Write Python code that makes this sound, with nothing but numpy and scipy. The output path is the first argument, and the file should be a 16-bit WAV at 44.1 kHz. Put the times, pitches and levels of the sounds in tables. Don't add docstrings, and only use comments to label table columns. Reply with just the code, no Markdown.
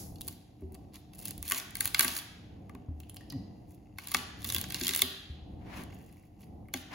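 import sys
import numpy as np
from scipy import signal
from scipy.fft import rfft, irfft, next_fast_len
from scipy.io import wavfile
from scipy.ndimage import uniform_filter1d, map_coordinates

SR = 44100
rng = np.random.default_rng(int(sys.argv[2]) if len(sys.argv) > 2 else 0)


def wav_out(sig):
    wavfile.write(sys.argv[1], SR, np.round(np.clip(np.atleast_2d(sig).T, -1, 1) * 32767).astype(np.int16))


N = 306054


def amp(db):
    return 10 ** (np.asarray(db) / 20)


def unit(x):
    return x / np.sqrt(np.mean(x ** 2) + 1e-20)


def burst(x):
    energy = np.mean(np.sum(x ** 2, axis=-1))
    return x / np.sqrt(energy / (SR / 100) + 1e-20)


def along(points, hz):
    point_hz, value = np.transpose(points)
    return np.interp(np.log(hz + 1), np.log(point_hz + 1), value)


def curves(rows):
    time_s, *columns = np.transpose(rows)
    return [np.interp(np.arange(N) / SR, time_s, column) for column in columns]


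def wobble(rate):
    knots = rng.standard_normal(int(N * rate / SR) + 4)
    return map_coordinates(knots, [np.arange(N) * rate / SR])


def filtered(x, response):
    n = x.shape[-1]
    padded = next_fast_len(n + 2048)
    hz = np.fft.rfftfreq(padded, 1 / SR)
    return irfft(rfft(x, padded) * response(hz), padded)[..., :n]


def coloured(x, points):
    return filtered(x, lambda hz: amp(along(points, hz)))


def resonate(x, peaks):
    def response(f):
        total = 0
        for k, (hz, width, db) in enumerate(peaks):
            peak = 1j * f * width / (hz * hz - f * f + 1j * f * width)
            total = total + (-1) ** k * amp(db) * peak
        return total

    return unit(filtered(x, response))


# pitch_hz, likeness (1 = the same)
HALL_LIKENESS = [(60, .98), (150, .93), (300, .8), (600, .15), (2000, .2), (5000, .15), (8000, .94),
                 (15000, .97)]


def diffuse(pair):
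    def shares(hz):
        turn = np.arccos(np.clip(along(HALL_LIKENESS, hz), -1, 1)) / 2
        return np.array([np.cos(turn), np.sin(turn)])

    mid, side = filtered(pair, shares)
    return np.array([mid + side, mid - side])


def add(track, s, sound):
    at = round(s * SR)
    start = max(at, 0)
    sound = sound[..., max(-at, 0):]
    track[..., start:start + sound.shape[-1]] += sound[..., :N - start]


def ring(modes, t, scatter_db, detune, spread):
    hz, db, t60 = np.transpose(modes)[:, :, None]
    size, shift, phase, turn = rng.standard_normal((4, len(modes), 1))
    decay = amp(db + scatter_db * size - 60 * t / t60)
    angle = 2 * np.pi * (hz * (1 + detune * shift) * t + phase)
    return np.array([np.sum(decay * np.sin(angle + side * spread * turn), axis=0) for side in (1, -1)])


def splinter(t, spectrum, t60, jag_db):
    mid, side = coloured(rng.standard_normal((2, len(t))), spectrum) * [[1], [.3]]
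    jags = np.interp(np.arange(len(t)), np.linspace(0, len(t), 100), rng.standard_normal(100))
    return np.array([mid + side, mid - side]) * amp(jag_db * jags - 60 * t / t60)


def crackle(rate, size_db, grain_t60):
    sizes = amp(size_db * np.minimum(rng.exponential(size=N), 3))
    breaks = (rng.random(N) < rate / SR) * sizes
    fade = amp(-120 * np.arange(SR // 50) / SR / grain_t60)
    power = signal.fftconvolve(breaks ** 2, fade)[:N]
    return np.sqrt(np.abs(power)) * rng.standard_normal((2, N))


# pitch_hz, level_db
RUMBLE_COLOUR = [(13, -40.5), (22, -27), (40, -9), (91, -2), (134, -7), (151, -10), (187, -6), (238, -12),
                 (269, -14.5), (298, -9.5), (361, -19), (608, -26), (749, -19.5), (907, -32), (1400, -48.5),
                 (1820, -81), (3080, -120)]


def hall():
    rumble = unit(coloured(diffuse(rng.standard_normal((2, N))), RUMBLE_COLOUR))
    hum = np.sin(2 * np.pi * 299 * np.arange(N) / SR + wobble(9))
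    hiss_colour = [(500, -11.5), (2000, -6), (6000, -7.5), (12000, -12.0), (16000, -21.5)]  # Hz, dB
    hiss = unit(coloured(diffuse(rng.standard_normal((2, N))), hiss_colour))
    return (amp(-51 + 3.4 * wobble(3.8)) * rumble
            + amp(-65 + 3 * wobble(5)) * hum
            + amp(-78.5 + 1.4 * wobble(12)) * hiss)


# pitch_hz, level_db
FADING_COLOUR = [(400, -7), (1500, -5), (3000, -5), (5000, 5.5), (7000, 8), (11000, 4.5), (16000, -5)]


def fading(start_db=-44, t60=0.45):
    wash = unit(coloured(diffuse(rng.standard_normal((2, N))), FADING_COLOUR))
    return wash * amp(start_db - 60 * np.arange(N) / SR / t60)


def radiated(x, smear_s=0.011):
    low = filtered(x, lambda hz: 1 / (1 + (hz / 1300) ** 6))
    _, frames, z = signal.stft(x - low, SR, nperseg=128)
    power = uniform_filter1d(np.abs(z) ** 2, size=5, axis=0)
    power = signal.lfilter([1], [1, -np.exp(-frames[1] / smear_s)], power)
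    grain = signal.stft(rng.standard_normal(N), nperseg=128)[2]
    high = signal.istft(grain * np.sqrt(np.abs(power)), nperseg=128)[1][:N]
    return low + unit(high) * np.std(x - low)


# pitch_hz, t60_s
HALL_T60 = [(100, .5), (300, .55), (800, .8), (2100, 1.0), (4000, .84), (6000, .73), (10000, .48),
            (15000, .33)]
# pitch_hz, level_db
LATE_COLOUR = [(200, 0.5), (700, 3.5), (1150, -5), (1700, -1), (2200, -3), (2600, -4), (3300, -0.5),
               (3900, -1.5), (5500, -3.5), (10000, -7.5), (15000, -7.5)]
EARLY_T60_S = .08


def room(x, ringing, early_db=-14, late_db=-6.5, ringing_db=3):
    hz, t, z = signal.stft(rng.standard_normal((2, SR)), SR, nperseg=256)
    late = z * amp(-60 * t / along(HALL_T60, hz)[:, None])
    late = signal.istft(late, SR, nperseg=256)[1][:, :SR]
    early_shape_db = 1.9 * rng.standard_normal(SR) - 60 * np.arange(SR) / SR / EARLY_T60_S
    early = rng.standard_normal((2, SR)) * amp(early_shape_db)

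    def answer(source, tail):
        tail = diffuse(tail / np.linalg.norm(tail[0]))
        tail = np.pad(tail, ((0, 0), (SR // 250, 0)))
        return signal.fftconvolve(source[None], tail, axes=1)[:, :N]

    mono = x.mean(axis=0)
    into_hall = coloured(radiated(mono) + amp(ringing_db) * ringing, LATE_COLOUR)
    return amp(early_db) * answer(mono + ringing, early) + amp(late_db) * answer(into_hall, late)


# time_s, slips_per_s, level_db
GROAN = [(3.31, 130, -76), (3.324, 155, -45.5), (3.36, 130, -37), (3.39, 92, -40.5), (3.42, 98, -50.5),
         (3.46, 92, -71)]


def groan():
    rate, db = curves(GROAN)
    phase = 2 * np.pi * np.cumsum(rate * (1 + 0.041 * wobble(110))) / SR
    harmonics_db = [24.5, 23.5, -18.0, 0.5, -7.0]
    tone = sum(amp(level) * np.cos(k * phase) for k, level in enumerate(harmonics_db, start=1))
    floor = amp(max(db[0], db[-1]))
    return unit(tone) * np.maximum(amp(db) - floor, 0)


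# start_s, level_db (before a trim), hardness_hz, table_ring_db
KNOCKS = [(0.28, -47.5, 424, -13), (0.622, -38.5, 325, -2.5), (0.632, -32, 115, -7),
          (1.383, -32.5, 114.7, -24), (1.52, -44.5, 432.7, 2.5), (1.995, -42.5, 483, -5),
          (2.046, -37, 386, -12), (2.747, -43, 292, -4.5), (2.886, -27.5, 109.7, -41),
          (4.146, -40.5, 604, -3.5), (4.547, -45, 453, -3), (4.814, -39, 386, 0), (4.891, -42, 450, 1),
          (5.021, -39, 720, 2), (5.299, -29, 106.8, -29), (5.42, -36, 90.9, -28), (5.532, -35, 91, -29),
          (5.792, -43.5, 400, -0.5), (6.741, -39, 1050, -10)]
# pitch_hz, level_db, t60_s
BOARD = [(80, -6, 0.5), (106, -5, 0.065), (179, -5, 0.22), (249.4, 2.5, 0.22), (274, 1.5, 0.07),
         (361, -6, 0.11), (530, -10.5, 0.011), (649, 5, 0.036), (817, 5.5, 0.041)]
TABLE_HZ, TABLE_T60_S = 378, 0.16


def knocks(trim_db=-3.5, thud_db=-5, thud_t60=0.066, rise_s=0.0015):
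    out, t = np.zeros((2, N)), np.arange(SR // 3) / SR
    for s, db, hard_hz, table_db in KNOCKS:
        modes = []
        for hz, level, t60 in BOARD:
            softening_db = 10 * np.log10(1 + (hz / hard_hz) ** 6)
            modes.append((hz, level - softening_db, t60))
        modes.append((TABLE_HZ, table_db, TABLE_T60_S))
        board = ring(modes, t, scatter_db=2, detune=.035, spread=.08)
        thud_colour = [(30, -15), (hard_hz / 2, 0), (hard_hz, -3), (0.57 * hard_hz, -24), (8000, -80)]
        thud = unit(coloured(rng.standard_normal(len(t)), thud_colour))
        thud = amp(thud_db - 60 * t / thud_t60) * thud
        add(out, s, amp(db + trim_db) * (1 - np.exp(-t / rise_s)) * (board + thud))
    return out


# time_s, level_db
SLIDE = [(5.56, -82), (5.62, -60.5), (5.7, -51), (5.75, -46), (5.8, -47.5), (5.85, -55), (5.93, -82),
         (6.85, -83), (6.89, -59.5), (6.94, -38.5)]
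# pitch_hz, level_db
SLIDE_COLOUR = [(300, -6), (550, -6.5), (900, 1.5), (1200, -4.5), (2200, 3), (3500, -6.5), (7000, -14),
                (15000, -29)]
# pitch_hz, width_hz, level_db
SLIDE_RING = [(1100, 160, -3.5), (1750, 250, -1), (2160, 220, 2), (2750, 250, -3)]
SLIDE_FULL_DB, SLIDE_RING_DB = -45, -5.5


def slide(rise_db=7, judder_db=2):
    [level_db] = curves(SLIDE)
    gain = amp(level_db) - amp(level_db.min())
    speed = np.clip(gain / amp(SLIDE_FULL_DB), 0, 1)
    grit = crackle(rate=4000, size_db=1, grain_t60=.012)
    grit = unit(coloured(diffuse(grit), SLIDE_COLOUR))
    dull = filtered(grit, lambda hz: 1 / (1 + (hz / 1250) ** 4))
    bright = (grit - dull) * amp(rise_db * (speed - 1.0))
    sing = resonate(crackle(rate=500, size_db=3, grain_t60=.006)[0], SLIDE_RING)
    sing = amp(SLIDE_RING_DB) * speed * sing
    return gain * amp(judder_db * wobble(70)) * (dull + sing + bright)


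# time_s, level_db
CHAFE = [(5.84, -77), (5.93, -61), (6.05, -73), (6.17, -71), (6.31, -86), (6.37, -76), (6.43, -65),
         (6.48, -75), (6.53, -94)]
# pitch_hz, width_hz, level_db
CHAFE_RING = [(1070, 81, -3.5), (2058, 290, -2), (2730, 150, 2), (4630, 390, -9), (6750, 340, -6)]


def chafe():
    [level_db] = curves(CHAFE)
    slips = crackle(rate=250, size_db=3, grain_t60=.008)[0]
    return (amp(level_db) - amp(level_db.min())) * resonate(slips, CHAFE_RING)


# start_s, pitch_hz, level_db (before a trim), width_hz
PINGS = [(0.956, 4900, -50, 900), (3.004, 2680, -50.5, 450), (3.097, 9900, -42, 500),
         (3.033, 2870, -49.5, 402), (3.096, 3030, -47, 350), (3.167, 2770, -42, 300),
         (3.168, 4760, -43, 600), (3.208, 1820, -46.5, 59.8), (3.304, 4700, -33.5, 646),
         (3.301, 5500, -40.5, 800), (3.303, 3230, -50, 300), (3.322, 1965, -46, 55), (3.323, 1080, -52, 60),
         (3.322, 3970, -53.5, 251), (5.925, 2146, -51, 149), (6.125, 2740, -61, 200),
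         (6.17, 2220, -57, 150), (6.235, 2100, -60, 150), (6.415, 2830, -63, 149.5),
         (6.655, 2100, -61, 119.5)]


def pings(trim_db=-10.0, cycles=2.6):
    out, t = np.zeros(N), np.arange(SR // 5) / SR
    for s, hz, db, width_hz in PINGS:
        buzz = filtered(rng.standard_normal(len(t)), lambda f: 1 / (1 + ((f - hz) / width_hz) ** 2))
        t60 = 0.024 + cycles / width_hz
        add(out, s, amp(db + trim_db) * burst(buzz * amp(-60 * t / t60)))
    return out


# start_s, length_s, fizz_db, rub_db (both before trims), swell_db from start to end
PUSHES = [(0.185, 0.15, -61.5, -70, 10.5), (0.713, 0.0272, -69.5, -70, -7), (0.918, 0.05, -63, -55, 8.5),
          (1.116, 0.2, -54, -62, 17.5), (1.418, 0.17, -43.5, -48.5, 10.5), (1.75, .125, -45, -51.5, 7),
          (1.947, 0.25, -40, -45.5, -5.5), (3.008, 0.39, -95, -75, -4), (3.66, 0.097, -68.5, -74, -1),
          (3.962, 0.23, -56, -53.5, 12.5), (4.366, 0.057, -58, -58.5, 7), (4.429, 0.2, -46, -51.5, -10),
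          (4.704, .32, -44.5, -46, 2), (5.74, .09, -58.5, -56.5, -14), (5.887, 0.39, -71.5, -77.5, -7),
          (6.369, 0.074, -69.5, -71, 7), (6.719, 0.055, -57, -52.5, 8.5)]
PUSH_ATTACK_S, PUSH_RELEASE_S = 0.045, 0.017


def effort():
    gains = np.zeros((2, N))
    for s, length, fizz_db, rub_db, swell_db in PUSHES:
        t = np.arange(int((length + PUSH_RELEASE_S) * SR)) / SR
        swell = swell_db * (np.minimum(t / length, 1) - .5)
        release = 60 * np.maximum(t - length, 0) / PUSH_RELEASE_S
        level_db = swell - release + np.array([[fizz_db], [rub_db]])
        add(gains, s, np.minimum(t / PUSH_ATTACK_S, 1) * amp(level_db))
    return gains


# pitch_hz, level_db
FIZZ_COLOUR = [(1000, -46.5), (4000, -15.5), (6500, 3), (9000, 1.5), (12000, -1.5), (16000, -4.5)]
# pitch_hz, level_db
RUB_COLOUR = [(400, -27.5), (1100, 2), (1400, -17.5), (2200, 9), (3500, 0), (5000, 1), (7000, -16),
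              (11000, -27)]
# pitch_hz, width_hz, level_db
RUB_RING = [(1620, 130, 0), (2160, 250, -2), (2820, 250, -7), (3500, 260, -4.5), (4260, 230, 2)]
RUB_RING_DB, RUB_RING_GROWS = -7, 0.54


def rasp(fizz_db=1, rub_db=-3.0):
    fizz_gain, rub_gain = effort()
    fizz = crackle(rate=700, size_db=4.5, grain_t60=.006)[0] * amp(2.5 * wobble(80))
    fizz = amp(fizz_db) * unit(coloured(fizz, FIZZ_COLOUR))
    rub = crackle(rate=900, size_db=3, grain_t60=.009)[0]
    z = signal.stft(rub, nperseg=256)[2]
    patches = uniform_filter1d(rng.standard_normal(z.shape), size=3, axis=0)
    patches = uniform_filter1d(patches, size=10, axis=1)
    rub = signal.istft(z * amp(4 * unit(patches)), nperseg=256)[1][:N]
    rub = amp(rub_db) * unit(coloured(rub, RUB_COLOUR))
    ratchet = resonate(crackle(rate=350, size_db=4, grain_t60=.003)[0], RUB_RING)
    rim_freedom_db = curves(PLACE)[0]
    ratchet = amp(RUB_RING_DB + RUB_RING_GROWS * rim_freedom_db) * ratchet
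    return fizz_gain * fizz + rub_gain * (rub + ratchet)


# pitch_hz, level_db, t60_s
SHELL = [(848, -9, 0.019), (1137.4, -3, 0.038), (1555, 0, 0.025), (1678, 4, 0.011), (1960, 5.5, 0.02),
         (2180, 8.5, 0.019), (2470, 1.5, 0.017)]
# pitch_hz, level_db, t60_s
RIM = [(2752, -6.5, 0.059), (3377, -1.5, 0.024), (3660, 1, 0.012), (4110, -1.5, 0.018), (4550, 5.5, 0.011),
       (5560, 2, 0.0079), (6150, 0.5, 0.019), (7020, 3, 0.02)]
# pitch_hz, level_db
SHELL_BLUR = [(250, -17), (700, -18.5), (1100, -9), (2400, 10), (3500, -9), (8000, -44.5)]
# pitch_hz, level_db
RIM_BLUR = [(1200, -35), (2700, -7), (4500, 0.5), (7000, -7), (11000, -30.5)]
# pitch_hz, level_db
CRACK_COLOUR = [(300, -31), (1000, -27), (3000, -12), (5500, -10.5), (8500, 13), (11000, 9), (14000, 0.5),
                (16000, 3)]
CRACK_DB, RIM_DB, SHELL_DB = -2, -.5, -1.5
FRONT_DB, FRONT_TOP_DB = -4, -29.5
RUN_S = .05
FAVOUR_DB, FAVOUR_WIDTH = 6.5, 0.039
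LOW_MODES_HZ = 1350


def snap(crack_db, rim_db, shell_db, tear_t60, shell_hz, rim_hz, low_db=-2, front_t60=0.0019,
         rim_rise_s=0.00052, shell_rise_s=0.0012, shell_blur_db=-6, rim_blur_db=-3):
    t = np.arange(SR // 20) / SR

    def favour(hz, centre):
        return FAVOUR_DB * np.exp(-((hz - centre) / (FAVOUR_WIDTH * centre)) ** 2)

    front = burst(splinter(t, CRACK_COLOUR, front_t60, jag_db=0))
    tear = burst(splinter(t, CRACK_COLOUR, tear_t60 + RUN_S * amp(crack_db), jag_db=2.5))
    crack = amp(FRONT_DB - max(crack_db - FRONT_TOP_DB, 0)) * front + tear

    shell = burst(ring(SHELL, t, scatter_db=1.5, detune=.025, spread=.2))
    shell = shell + amp(shell_blur_db) * burst(splinter(t, SHELL_BLUR, 0.025, jag_db=4.5))
    shell = filtered(shell, lambda hz: amp(low_db / (1 + (hz / LOW_MODES_HZ) ** 20) + favour(hz, shell_hz)))
    shell = shell * (1 - np.exp(-t / shell_rise_s))

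    rim = burst(ring(RIM, t, scatter_db=3.5, detune=0.025, spread=0.72))
    rim = rim + amp(rim_blur_db) * burst(splinter(t, RIM_BLUR, 0.0088, jag_db=3.0))
    rim = filtered(rim, lambda hz: amp(favour(hz, rim_hz)))
    rim = rim * (1 - np.exp(-t / rim_rise_s))
    return (amp(CRACK_DB + crack_db) * burst(crack)
            + amp(RIM_DB + rim_db) * burst(rim)
            + amp(SHELL_DB + shell_db) * burst(shell))


def ticks(count=800, level_db=-3.5, scatter_db=4.5):
    out, force = np.zeros((2, N)), effort()[1]
    kinds = []
    for k in range(28):
        shell_hz, rim_hz = SHELL[k % len(SHELL)][0], RIM[k % len(RIM)][0]
        kinds.append(snap(crack_db=0, rim_db=2.5, shell_db=-9, tear_t60=0.8, shell_hz=shell_hz, rim_hz=rim_hz))
    for k, (delay, size) in enumerate(rng.random((count, 2))):
        at = int((k + delay) / count * N)
        tick_db = level_db + 2 * scatter_db * (size ** 2 - 0.5)
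        add(out, at / SR, force[at] * amp(tick_db) * kinds[k % len(kinds)])
    return out


# start_s, crack_db, rim_db, shell_db (all before trims), tear_t60_s (before the added run)
SNAPS = [(0.158, -58, -54.5, -80, 0.0049), (0.1843, -62.5, -60, -83, 0.004),
         (0.2101, -41, -47.5, -74, 0.003), (0.216, -41, -47, -75, 0.0065),
         (0.2706, -50.5, -69.5, -70, 0.005), (0.2793, -37.5, -47.5, -57, 0.0017),
         (0.2832, -36.5, -42, -53.5, 0.005), (0.6093, -69, -87, -82, 0.011),
         (0.6196, -72, -101, -67.5, 0.011), (0.7224, -58, -92, -85.0, 0.003),
         (0.73, -65.5, -80.5, -83, 0.005), (0.745, -53.5, -57.5, -69.5, 0.003),
         (0.75, -53, -61, -60.5, 0.0069), (0.9357, -67, -65, -68.5, 0.0039),
         (0.9427, -54, -58.5, -66.5, 0.0033), (0.9566, -52.5, -51.5, -66, 0.034),
         (1.1347, -59, -56.5, -63.5, 0.014), (1.1504, -57.5, -74.5, -73.5, 0.0054),
         (1.1569, -56.5, -71, -74, 0.006), (1.1838, -55.5, -62, -74.5, 0.005),
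         (1.191, -45.5, -56, -71.5, 0.008), (1.2007, -48.5, -63.5, -73.5, 0.004),
         (1.224, -52, -59.0, -66, 0.008), (1.2316, -52.5, -61, -71, 0.009), (1.2547, -34.5, -45, -60, 0.01),
         (1.257, -45.0, -49, -62, 0.014), (1.2733, -51.5, -48, -67.5, 0.009),
         (1.2823, -36.5, -49, -55.5, 0.003), (1.308, -37.5, -46.5, -61.5, 0.0093),
         (1.3793, -45.5, -54.5, -66.5, 0.004), (1.4279, -35.5, -49.5, -53.5, 0.0033),
         (1.454, -50.5, -58, -64, 0.008), (1.4795, -37, -42.5, -55, 0.009),
         (1.4881, -38.5, -48.5, -62, 0.012), (1.4998, -33.5, -45.5, -49.5, 0.008),
         (1.5109, -32, -38, -34.5, 0.011), (1.52, -26, -29, -29.5, 0.0054),
         (1.5458, -37, -36.5, -42.5, 0.009), (1.5608, -40.0, -44.5, -42.5, 0.009),
         (1.5989, -42.5, -39.5, -47, 0.008), (1.7076, -50.0, -58.5, -57.5, 0.004),
         (1.7541, -34.5, -40.5, -41.5, 0.0054), (1.7697, -38.5, -51.5, -49.5, 0.0034),
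         (1.8071, -23, -31.5, -32, 0.014), (1.8473, -37.5, -45.5, -50.0, 0.0086),
         (1.856, -26, -36.5, -37.5, 0.007), (1.876, -31.5, -39, -47.5, 0.012),
         (1.9458, -28.5, -24.5, -24.5, 0.009), (1.994, -17.5, -22, -24, 0.007),
         (2.0076, -23.5, -25, -28.5, 0.015), (2.0252, -31, -37, -42.5, 0.012),
         (2.0304, -32.5, -34.5, -36, 0.011), (2.0464, -26.5, -35, -30, 0.015),
         (2.08, -31.5, -30, -41, 0.016), (2.1651, -35, -37.5, -44.0, 0.016),
         (2.1876, -38.5, -39, -50, 0.018), (2.695, -62.5, -63.5, -50.5, 0.017),
         (2.7501, -59, -62.5, -52.5, 0.0066), (3.0027, -49, -60.5, -73.5, 0.0052),
         (3.0336, -67.5, -69, -80, 0.01), (3.0963, -48.5, -56, -82, 0.0104), (3.1447, -49, -65, -68, 0.005),
         (3.1624, -52.5, -62, -69.5, 0.01), (3.1684, -47.5, -53.5, -64, 0.0089),
         (3.2103, -65.5, -62, -64.5, 0.012), (3.3008, -51.5, -54, -74.5, 0.0047),
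         (3.3234, -52, -52.5, -56, 0.0048), (3.9853, -43, -44, -39, 0.004),
         (4.0728, -39.5, -47.0, -53.5, 0.0076), (4.0852, -43.0, -45.5, -56.5, 0.004),
         (4.1173, -36, -41, -45, 0.004), (4.1205, -44, -49.5, -48.5, 0.005),
         (4.1408, -37, -36.5, -54.5, 0.004), (4.1459, -25.5, -24.0, -22, 0.0076),
         (4.1683, -39.5, -35, -46.5, 0.0085), (4.4195, -52, -52.5, -56.5, 0.005),
         (4.4284, -53.5, -50.5, -69, 0.008), (4.4451, -36.5, -37, -46, 0.0039),
         (4.4488, -38.5, -40, -47, 0.004), (4.4901, -35.5, -39, -54.5, 0.0062),
         (4.5006, -35.5, -32, -44.5, 0.004), (4.5069, -43, -48.5, -53.5, 0.007),
         (4.5233, -33.5, -36.5, -47.5, 0.004), (4.5307, -48, -53, -56, 0.006),
         (4.5468, -26, -30, -41.5, 0.003), (4.563, -37, -30.5, -39.5, 0.0028),
         (4.5831, -35.5, -39.0, -46, 0.015), (4.6134, -34, -40, -49, 0.0052),
         (4.6404, -43.5, -39.5, -43.5, 0.008), (4.6875, -52, -57, -61, 0.0074),
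         (4.7014, -45, -51.5, -56.5, 0.006), (4.7051, -42.5, -39.5, -46, 0.0067),
         (4.7228, -37, -43.5, -50.0, 0.007), (4.7446, -34.5, -30.5, -44, 0.01),
         (4.7591, -48, -43.5, -57, 0.012), (4.8124, -40.5, -33.5, -42.5, 0.005),
         (4.8356, -36, -34, -55.5, 0.0058), (4.8479, -39, -37.5, -48, 0.006),
         (4.8569, -39.5, -39.5, -51.5, 0.005), (4.8685, -29, -28.5, -45, 0.005),
         (4.8805, -29, -32.5, -39.5, 0.006), (4.8916, -28, -28, -34.5, 0.0044),
         (4.9093, -38, -35.5, -40, 0.0061), (4.936, -33, -31.5, -38, 0.0032),
         (4.949, -28.0, -33, -40.0, 0.011), (4.9622, -24.5, -37.5, -41.5, 0.003),
         (4.9751, -32, -43, -46.5, 0.0045), (4.9819, -36.5, -51, -50.0, 0.0072),
         (4.9923, -31.5, -35.5, -38.5, 0.004), (5.0196, -20.5, -20.5, -28.0, 0.007),
         (5.8367, -51, -58, -64.5, 0.004), (5.9231, -70, -75, -60.5, 0.016), (6.126, -62, -71, -69, 0.016),
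         (6.6854, -62.5, -75.5, -55.5, 0.007), (6.7391, -34.5, -31, -33.0, 0.0043)]
# time_s, rim_freedom_db,
# shell_hz and rim_hz (the pitches that sing out), low_db (lift of the lowest shell modes)
PLACE = [(.3, -1, 1830, 4400, 5.5), (1.3, -8, 1800, 5000, 0), (1.52, -2, 1105, 2900, -3),
         (1.8, -6.5, 2000, 4400, -13), (1.95, -4.5, 2167, 4150, -4.5), (2.0, -3.5, 1566, 4200, -5.5),
         (2.2, -4.5, 1597, 4500, 9.5), (4.14, -4, 2205, 3500, 5), (4.5, 2, 1625, 3550, 1.5),
         (4.74, 6.5, 1620, 2800, -6), (4.95, 3.5, 2140, 3700, -9), (5.02, 0, 2167, 3473, 4),
         (6.7, -4, 2139, 6200, -3)]


def snaps(lead_db=-14, lead_t60=0.013):
    out, t = np.zeros((2, N)), np.arange(SR // 20) / SR
    _, shell_hz, rim_hz, low_db = curves(PLACE)
    for s, crack_db, rim_db, shell_db, tear_t60 in SNAPS:
        at = round(s * SR)
        add(out, s, snap(crack_db, rim_db, shell_db, tear_t60, shell_hz[at], rim_hz[at], low_db[at]))
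        lead = splinter(t, CRACK_COLOUR, lead_t60, jag_db=8)[:, ::-1]
        add(out, s - len(t) / SR, amp(crack_db + lead_db) * burst(lead))
    return out


# pitch_hz, left_minus_right_db
LEAN = [(300, 0.5), (700, 3.5), (1150, 4), (2200, 3.5), (2900, 0), (3400, 1.5), (4000, -3), (5300, -5),
        (7000, 0.5), (14000, 0)]


def scene():
    work = groan() + knocks() + slide() + rasp() + ticks() + snaps()
    ringing = chafe() + pings()
    direct = filtered(work + ringing, lambda hz: amp(along(LEAN, hz) * np.array([[.5], [-.5]])))
    return hall() + fading() + room(work, ringing) + direct


# pitch_hz, level_db
MIC_COLOUR = [(20, -10), (45, -1), (1000, 2.5), (2200, -3.5), (3500, -2), (5500, -4), (8500, -6),
              (11000, 2), (13500, 5.5), (15800, 2.5), (16400, -30.5)]
# pitch_hz, left_lead_radians
MIC_PHASE = [(5800, 0), (6900, -.5), (8400, -3.1), (9500, -4.6), (10700, -6.3), (12000, -7.6),
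             (13400, -9.4), (15500, -12.5)]
TOP_HZ = 17100


def record(dry):
    def response(hz):
        phase = .5 * along(MIC_PHASE, hz) * np.array([[1], [-1]])
        return np.exp(1j * phase) * (hz < TOP_HZ)

    return filtered(coloured(dry, MIC_COLOUR), response)


dry = scene()
out = record(dry)
wav_out(out)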